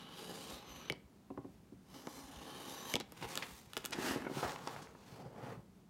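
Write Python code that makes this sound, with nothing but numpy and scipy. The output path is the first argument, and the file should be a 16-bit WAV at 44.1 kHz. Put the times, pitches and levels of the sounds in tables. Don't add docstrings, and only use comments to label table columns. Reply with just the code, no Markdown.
import sys
import numpy as np
from scipy import signal
from scipy.fft import rfft, irfft
from scipy.io import wavfile
from scipy.ndimage import uniform_filter1d

SR = 44100
rng = np.random.default_rng(int(sys.argv[2]) if len(sys.argv) > 2 else 0)


def waveform_to_disk(signal):
    frames = np.transpose(np.atleast_2d(signal))
    scaled = np.clip(frames, -1, 1) * 32767
    samples = np.round(scaled).astype(np.int16)
    wavfile.write(sys.argv[1], SR, samples)


N = 260091
T = np.arange(N) / SR
HZ = np.fft.rfftfreq(N, 1 / SR)
AGE = T[:SR // 3]

# f/Hz, level/dB, t60/s
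DESK_MODES = [(155, -2, 0.039), (229, 8.5, 0.023), (289.7, -13, 0.16), (313, 3.5, 0.02), (376, 7.5, 0.018),
              (487, -2.5, 0.039), (582, 2.5, 0.016), (863, 7.5, 0.016), (987, -11, 0.071),
              (1289, -3.5, 0.034), (1870, -6, 0.024)]


def amp(db):
    return 10 ** (np.asarray(db) / 20)


def unit(x):
    return x / np.sqrt(np.mean(x ** 2) + 1e-20)


def read(points, hz):
    f, value = np.transpose(points)
    return np.interp(np.log(hz + 1), np.log(f + 1), value)


def add(mix, s, sound):
    part = mix[max(round(s * SR), 0):][:len(sound)]
    part += sound[:len(part)]


def lowpass(x, hz):
    return signal.sosfilt(signal.butter(2, min(hz, SR / 2 - 1), fs=SR, output="sos"), x)


def hump(x, hz, spread):
    edges = [hz / spread, min(hz * spread, .45 * SR)]
    return signal.sosfilt(signal.butter(1, edges, "bandpass", fs=SR, output="sos"), x)


def waver(hz):
    return unit(irfft(rfft(rng.standard_normal(N)) / (1 + (HZ / hz) ** 4), N))


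def ring(modes, detune):
    shifts = 1 + detune * rng.uniform(-1, 1, len(modes))
    x = sum(amp(db - 60 * AGE / t60) * np.sin(2 * np.pi * hz * shift * AGE)
            for (hz, db, t60), shift in zip(modes, shifts))
    return x / abs(x).max()


def slips(per_s, spread_db, grip_db, grip_hz, smooth):
    sizes = amp(spread_db * np.minimum(rng.exponential(1, N), 4))
    releases = sizes * rng.choice([-1, 1], N) * (rng.random(N) < per_s / SR)
    rubbing = unit(releases) + smooth * rng.standard_normal(N)
    return unit(rubbing * amp(grip_db * waver(grip_hz)))


def ripple(x, depth_db, lift_db=0):
    hz, _, spectrum = signal.stft(x, SR, nperseg=1024, noverlap=768)
    field = rng.standard_normal(spectrum.shape)
    for _ in range(2):
        field = uniform_filter1d(uniform_filter1d(field, size=5, axis=0), size=30, axis=1)
    reach = (hz / (hz + 1200))[:, None]
    gain = amp(depth_db * reach * unit(field) + lift_db)
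    return signal.istft(spectrum * gain, SR, nperseg=1024, noverlap=768)[1][:N]


def friction(drive, colour, gains, low_hz, high_hz):
    low = 1 / (1 + (HZ / low_hz) ** 6)
    high = 1 / (1 + (high_hz / (HZ + 1)) ** 6)
    spectrum = rfft(drive) * amp(read(colour, HZ))
    bands = [low, 1 - low - high, high]
    return sum(unit(irfft(spectrum * band, N)) * gain for band, gain in zip(bands, gains))


def cut_gains(stroke, drum_db):
    s, force_db, bite_db = np.transpose(stroke)
    usual_force_db = -63.5
    body_db = drum_db + 0.68 * (force_db - usual_force_db)
    contact = np.clip(np.minimum(T - s[0], s[-1] - T) / .04 + 1, 0, 1)
    return [contact * amp(np.interp(T, s, db)) for db in (body_db, force_db, force_db + bite_db)]


def knife_stroke(stroke, drum_db, whistle):
    # f/Hz, half width/Hz, lift/dB, lift scaled by edge_share/dB
    resonances = [(820, 75, 5, 1.5), (1080, 70, 2, 2), (1720, 80, 5, -1.5), (2350, 140, 3.5, -2),
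                  (3030, 190, 6, 1.5), (3800, 250, 1, 0.5), (5250, 390, -0.5, -3.5), (6900, 400, 2, 0),
                  (9300, 380, 5, -2), (11600, 900, 0, 4), (13100, 900, 0, 3.5)]
    # f/Hz, level/dB
    colour = [(60, -54), (160, -9), (290, -8), (520, -11.5), (660, -16.5), (1100, -13), (1450, -16.5),
              (1900, -15), (2600, -7.5), (3800, -3.5), (5200, -12), (6800, -23), (8200, -29.5),
              (12000, -32.5), (15500, -38.5)]
    edge_lead_s, edge_blend_s = 0.32, 0.071
    wobble_hz, wander, sink_per_s = 7, .016, .02
    tears = slips(per_s=4000, spread_db=2.4, grip_db=1.3, grip_hz=60, smooth=0.55)
    hz, t, _ = signal.stft(tears, SR, nperseg=1024, noverlap=768)
    start, end = stroke[0][0], stroke[-1][0]
    to_go = np.clip(end - t, 0, end - start)
    at_edge = (1 + np.tanh((edge_lead_s - to_go) / (2 * edge_blend_s))) / 2
    edge_share = .45 + 1.05 * at_edge

    final_hz, sink_hz_per_s, lead_s, whistle_db = whistle
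    rise_s, width_hz, wander_hz = .16, 230, 55
    whistling = np.clip((lead_s - to_go) / rise_s, 0, 1)
    pitch = final_hz + sink_hz_per_s * to_go + wander_hz * np.interp(t, T, waver(2 * wobble_hz))
    lift_db = whistle_db * whistling * np.exp(-((hz[:, None] - pitch) / width_hz) ** 2)

    for f, width, db, edge_db in resonances:
        tilt, grip = (np.interp(t, T, waver(wobble_hz)) for _ in range(2))
        centre = f * (1 + sink_per_s * (to_go - edge_lead_s) + wander * tilt)
        peak = np.exp(-((hz[:, None] - centre) / width) ** 2)
        lift_db += peak * (db + edge_db * edge_share) * (1 + .65 * np.tanh(grip))
    drive = ripple(tears, depth_db=2.7, lift_db=lift_db)
    return friction(drive, colour, cut_gains(stroke, drum_db), low_hz=1830, high_hz=6490)


def scoring():
    # t/s, force as level of the rasp/dB, bite as fizz of fibres over the rasp/dB
    strokes = [
        [(0.0, -58, -8), (0.07, -65.5, -6.5), (0.19, -57.5, 0), (0.264, -61, 4.5), (0.53, -56.5, 1),
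         (0.638, -63, -7), (0.764, -59, -4.5), (0.826, -63.5, -6), (0.88, -60, -10)],
        [(1.83, -99, 17), (1.95, -68, 8), (2.04, -74.5, 10), (2.17, -67, 9.5), (2.31, -69.5, 6),
         (2.53, -64, 3.5), (2.7, -60, 6), (2.83, -61.5, 5), (2.925, -60, 9)],
    ]
    drum_db = [-59.5, -55]
    # final f/Hz, sinking/(Hz/s), onset before the end/s, lift/dB
    whistles = [(5860, 1200, .33, 12), (6030, 250, .3, 13.5)]
    return sum(map(knife_stroke, strokes, drum_db, whistles))


def room_tone():
    # f/Hz, level/dB
    colour = [(15, -49), (25, -26), (55, -10.5), (70, -10.5), (82, -14), (108, -9.5), (161, -9), (190, -5),
              (285, -15), (416, -18), (503, -23.5), (887, -27), (1890, -35), (6000, -40), (16000, -46)]
    noise = irfft(rfft(rng.standard_normal(N)) * amp(read(colour, HZ)), N)
    return amp(-62 + .6 * waver(6)) * unit(noise)


def hand_drags():
    # start t/s, end t/s, level/dB, resonance f/Hz
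    drags = [(0.163, 0.398, -55.5, 407), (0.217, 0.606, -55.5, 194), (0.746, 0.87, -61.5, 185),
             (1.913, 2.743, -60, 293)]
    # f/Hz, level/dB
    colour = [(60, -41), (150, -8), (250, -1.5), (340, -9.5), (540, -4), (690, -12.5), (830, -5.5),
              (950, -16), (1500, -17), (4000, -38)]
    fade_s, lift_db, relative_width = 0.032, 11.5, 0.14
    out = np.zeros(N)
    for start, end, db, hz in drags:
        judder = slips(per_s=260, spread_db=2.5, grip_db=1.8, grip_hz=35, smooth=0.6)
        colour_db = read(colour, HZ) + lift_db * np.exp(-((HZ / hz - 1) / relative_width) ** 2)
        contact = np.clip(np.minimum(T - start, end - T) / fade_s, 0, 1)
        out += contact * amp(db) * unit(irfft(rfft(judder) * amp(colour_db), N))
    return out


def dull_bumps():
    # t/s, level/dB, f/Hz
    bumps = [(0.521, -50.5, 55.3), (.689, -54, 55), (0.764, -55.5, 69.5), (.9035, -31.5, 440),
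             (.907, -38.5, 148), (1.04, -56, 71), (1.384, -42.5, 124), (2.23, -58, 54.5), (2.359, -51, 55),
             (2.941, -38, 130), (2.9434, -31.5, 478), (3.24, -55, 60), (3.366, -39, 400), (3.519, -53, 70),
             (3.668, -52, 103.2), (3.772, -35, 470), (4.108, -41.5, 110), (4.447, -41.5, 97),
             (5.122, -46, 134), (5.257, -44, 148), (5.573, -43, 169), (5.589, -46.5, 150)]
    swell_cycles = 0.67
    out = np.zeros(N)
    for s, db, hz in bumps:
        age = AGE * hz / swell_cycles
        swell = (age * np.exp(1 - age)) ** 2
        add(out, s, amp(db) * swell * np.sin(2 * np.pi * hz * AGE))
    return out


def thud(modes, hardness_hz, rattle, swell_s):
    pages = hump(rng.standard_normal(len(AGE)), 1100, 2.4) * np.exp(-AGE / .004)
    body = ring(modes, detune=0.051) * (1 - np.exp(-AGE / swell_s))
    blow = lowpass(body / abs(body).max() + rattle * pages, hardness_hz)
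    bass_cut = signal.butter(2, 115 + 0.19 * hardness_hz, "highpass", fs=SR, output="sos")
    blow = signal.sosfilt(bass_cut, blow)
    return blow / abs(blow).max()


def clicks(hits, modes, spread, thud_hz, gain_db):
    crack_s = .0004
    envelope = AGE / crack_s * np.exp(-AGE / crack_s) + .05 * np.exp(-AGE / .003)
    out = np.zeros(N)
    for s, db, hz, thud_db, ring_db in hits:
        crack = hump(rng.standard_normal(len(AGE)) * envelope, hz, spread)
        ringing = ring(modes, detune=0.00087) * (1 - np.exp(-AGE / 0.00007))
        add(out, s, amp(db) * 6.2 * crack / np.linalg.norm(crack))
        add(out, s + 0.00041, amp(ring_db) * ringing)
        add(out, s + 0.001, amp(thud_db) * thud(DESK_MODES, thud_hz, rattle=0.93, swell_s=0.0029))
    return amp(gain_db) * out


def knife_clicks():
    # t/s, crack/dB, crack f/Hz, desk thud/dB, knife ring/dB
    hits = [(.8990, -54, 4750, -52, -31.5), (.9226, -52, 5030, -50, -51),
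            (2.0705, -56.5, 2540, -46.5, -52.5), (2.9389, -44, 5100, -48, -32.5),
            (2.9550, -37, 3500, -41.5, -45), (2.9635, -48, 3130, -44.5, -51),
            (3.0005, -51.5, 3800, -49, -66), (3.0095, -59, 3470, -59, -62)]
    # f/Hz, level/dB, t60/s
    modes = [(2265, 19, 0.02), (2640, 14, 0.008), (2985, 20, .011), (3220, 9, .009), (2255, -20, 0.33),
             (2990, -26, 0.1), (4124, -28, .2), (5500, -5, .008), (6400, -8, 0.012), (9250, 1, 0.013),
             (9420, -30, .25), (12600, 4, .004)]
    return clicks(hits, modes, spread=1.21, thud_hz=820, gain_db=14.0)


def settling_taps():
    # t/s, peak level/dB, hardness as cut-off f/Hz
    taps = [(1.303, -35.5, 720), (1.375, -35, 880), (1.4455, -38, 620), (1.722, -44.5, 330)]
    # f/Hz, level/dB, t60/s
    modes = [(112, -8, 0.17), (226, 0, 0.046), (276, -3, 0.07), (354, -5, 0.053), (508, -10, 0.04),
             (635, -14, 0.04), (786, -8, 0.035), (1000, 2, 0.013)]
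    out = np.zeros(N)
    for s, db, hardness_hz in taps:
        add(out, s, amp(db) * thud(modes, hardness_hz, rattle=1.0, swell_s=0.003))
    return out


def brief_scuffs():
    # t/s, level/dB, rise/s, decay/s, centre f/Hz, band spread/factor, chatter/ratio to rub
    scuffs = [(3, -44, 0.01, .004, 2280, 2.9, 0), (3.223, -45.5, 0.0035, 0.0074, 2120, 3.7, 0.8),
              (3.285, -52.5, 0.035, 0.025, 4500, 2, 0.12),
              (3.422, -37.5, 0.0034, 0.0085, 2170, 1.53, 0.023),
              (3.919, -36.5, 0.015, 0.0056, 2330, 4.3, 0.95), (4.428, -38, 0.0016, 0.057, 794, 1.73, 0.054),
              (4.819, -57.5, 0.0036, 0.02, 4760, 1.5, 0)]
    chatter_hz = 486.5
    out = np.zeros(N)
    for s, db, rise, decay, hz, spread, chatter in scuffs:
        swell = np.minimum(AGE / rise, 1) * np.exp(-np.maximum(AGE - rise, 0) / decay)
        cycles = np.cumsum(chatter_hz * (1 + .2 * rng.standard_normal(len(AGE)))) / SR
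        pulses = unit(np.diff(np.floor(cycles), prepend=0))
        drive = rng.standard_normal(len(AGE)) + chatter * pulses
        rub = lowpass(hump(drive, hz, spread), hz * 2.06)
        add(out, s, amp(db) * swell * unit(rub))
    return out


def ruler_clicks():
    # t/s, crack/dB, crack f/Hz, desk thud/dB, ruler ring/dB
    hits = [(3.1212, -42.5, 7750, -40, -38), (3.355, -29, 4300, -47, -29),
            (3.3748, -27.5, 4300, -34, -17.5), (3.7337, -41, 5260, -59, -27),
            (3.7679, -30.5, 3100, -34, -15.5), (3.7755, -31.5, 3900, -38, -39),
            (3.8436, -43, 5140, -36.5, -26.5), (3.8515, -29, 4480, -54, -43),
            (3.8584, -26, 13600, -48, -22), (3.9082, -40.5, 6500, -58, -54)]
    # f/Hz, level/dB, t60/s
    modes = [(470, -40, .03), (1416, 23.5, 0.012), (1720, 12.5, 0.033), (2580, 19.5, 0.0095),
             (2910, 22, 0.015), (3357, 24, 0.0086), (3740, 9, 0.012), (6700, 12.5, 0.011), (14200, 1, .007)]
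    return clicks(hits, modes, spread=1.7, thud_hz=890, gain_db=-4.0)


def push_gains(pushes, rumble_db, hiss_db, rumble_follows):
    power = np.zeros((3, N))
    for s, db, rise, fall, bright_db in pushes:
        speed = np.exp(-np.maximum((s - T) / rise, (T - s) / fall) ** 2.02)
        rumble = amp(rumble_db - bright_db) * speed ** rumble_follows
        hiss = amp(hiss_db + bright_db) * speed
        power += (amp(db) * np.array([rumble, speed, hiss])) ** 2
    return np.sqrt(power)


def ruler_slide():
    # top speed t/s, level/dB, rise/s, fall/s, brightness/dB
    pushes = [(3.245, -47.5, 0.024, 0.011, 0), (3.355, -53.5, 0.17, 0.17, 6),
              (3.57, -66, 0.15, 0.073, 15.5), (3.81, -63.5, 0.13, 0.077, 7.5)]
    # f/Hz, level/dB
    colour = [(53, -40), (90, 2), (201, 3), (229, 1.5), (556, -2), (606, -14), (804, -3), (1540, -12),
              (1750, -12), (2950, -9.5), (3430, -7), (6300, -6.5), (16000, -14)]
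    skim = slips(per_s=4000, spread_db=3.5, grip_db=2.1, grip_hz=70, smooth=0.94)
    gains = push_gains(pushes, rumble_db=3.0, hiss_db=-10.0, rumble_follows=1.0)
    return friction(ripple(skim, depth_db=1.6), colour, gains, low_hz=720, high_hz=3070)


def desk_knocks():
    # t/s, peak level/dB, hardness as cut-off f/Hz
    knocks = [(3.225, -37, 1380), (3.247, -52, 3530), (3.986, -28.5, 447), (4.11, -31, 630),
              (4.16, -25.5, 454), (4.2664, -27.5, 790), (4.298, -36, 800), (4.313, -33.5, 503),
              (4.37, -30, 448), (4.428, -26, 1190), (4.4508, -34, 695), (4.673, -30.5, 2200),
              (4.95, -47.5, 1500)]
    out = np.zeros(N)
    for s, db, hardness_hz in knocks:
        add(out, s, amp(db) * thud(DESK_MODES, hardness_hz, rattle=0.9, swell_s=0.0012))
    return out


def notebook_turn():
    # top speed t/s, level/dB, rise/s, fall/s, brightness/dB
    pushes = [(3.98, -52, 0.066, 0.04, -3), (4.075, -43.5, 0.078, 0.078, 4),
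              (4.175, -52.5, 0.13, 0.099, -3.5)]
    # f/Hz, level/dB
    colour = [(82, -15), (150, -8), (230, 4), (286, 1), (385, 3), (433, -6), (921, -7.5), (1080, -11),
              (1810, -8), (2340, -19), (2790, -12), (3090, -19), (5590, -20), (6060, -21.5), (15100, -31.5),
              (16000, -41)]
    drag = slips(per_s=3000, spread_db=1.6, grip_db=1.2, grip_hz=60, smooth=1.0)
    gains = push_gains(pushes, rumble_db=2.0, hiss_db=-6.0, rumble_follows=0.78)
    return friction(ripple(drag, depth_db=1.0), colour, gains, low_hz=696, high_hz=2870)


def finger_squeaks():
    # t/s, level/dB, length/s
    squeaks = [(4.248, -48, 0.0077), (4.263, -45, 0.017)]
    modes = [(1530, 7.5), (1800, -11), (2290, 4)]
    out = np.zeros(N)
    for s, db, length in squeaks:
        age = np.arange(0, length, 1 / SR)
        sagging_time = age * (1 - 0.046 * age / length)
        tone = sum(amp(mode_db) * np.sin(2 * np.pi * hz * sagging_time) for hz, mode_db in modes)
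        rough = 1 + .4 * unit(lowpass(rng.standard_normal(len(age)), 500))
        add(out, s, amp(db) * np.sin(np.pi * age / length) * unit(tone * rough))
    return out


def notebook_lift():
    # top speed t/s, level/dB, rise/s, fall/s, brightness/dB
    pushes = [(4.39, -49.5, 0.071, 0.058, 0.5), (4.465, -51.5, 0.082, 0.1, 1),
              (4.70, -56.5, 0.12, 0.17, -2), (5.14, -65, 0.17, 0.13, -0.5),
              (5.23, -65.5, 0.073, 0.054, -14), (5.49, -56.5, 0.13, 0.07, -8)]
    # f/Hz, level/dB
    colour = [(47, -42), (80, -20), (107, -1.5), (136, -0.5), (340, -7.5), (480, -3.5), (640, -5.5),
              (820, 0.5), (1070, -0.5), (1340, -3.5), (2220, -10), (3790, -21.5), (14300, -37.5),
              (16000, -37)]
    flex = slips(per_s=900, spread_db=1.4, grip_db=1.4, grip_hz=60, smooth=1.7)
    gains = push_gains(pushes, rumble_db=0.0, hiss_db=-2.0, rumble_follows=0.74)
    return friction(ripple(flex, depth_db=1.6), colour, gains, low_hz=660, high_hz=3450)


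def cover_crackles():
    # t/s, peak level/dB, centre f/Hz
    crackles = [(4.495, -33, 1900), (4.520, -35, 3000), (4.5605, -34, 1200), (4.590, -42, 1100),
                (4.6745, -33, 4200), (4.693, -39, 900), (4.763, -34.5, 950), (4.872, -46, 900)]
    decay_s = .0014
    out = np.zeros(N)
    for s, db, hz in crackles:
        burst = rng.standard_normal(len(AGE)) * np.exp(-AGE / decay_s)
        snap = lowpass(hump(burst, hz, spread=1.6), hz * 2.4)
        add(out, s, amp(db) * snap / abs(snap).max())
    return out


def room(x):
    # f/Hz, t60/s
    decay = [(150, 0.31), (1000, 0.36), (3000, 0.29), (14000, 0.11)]
    echoes_per_s, first_echo_s = 3000, .004
    echoes = rng.standard_normal(len(AGE)) * (rng.random(len(AGE)) < echoes_per_s / SR)
    hz, t, spectrum = signal.stft(echoes * (AGE > first_echo_s), SR, nperseg=256)
    fade = amp(-60 * t / read(decay, hz)[:, None])
    tail = signal.istft(spectrum * fade, SR, nperseg=256)[1]
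    return signal.fftconvolve(x, tail / np.linalg.norm(tail))[:N]


def scene():
    knife = knife_clicks()
    desk = ruler_clicks() + scoring() + hand_drags()
    desk += ruler_slide() + notebook_turn() + notebook_lift()
    desk += settling_taps() + desk_knocks() + brief_scuffs() + dull_bumps()
    desk += finger_squeaks() + cover_crackles()
    reflections = room(amp(-12.5) * desk + amp(-17) * knife)
    return (desk + knife + reflections + room_tone())[None]


def record(dry):
    bass_hz, top_hz = 38, 15950
    thin = signal.sosfilt(signal.butter(3, bass_hz, "highpass", fs=SR, output="sos"), dry)
    band_limit = signal.firwin(301, top_hz, window=("kaiser", 8), fs=SR)
    return signal.oaconvolve(thin, band_limit[None], "same")


dry = scene()
out = record(dry)
waveform_to_disk(out)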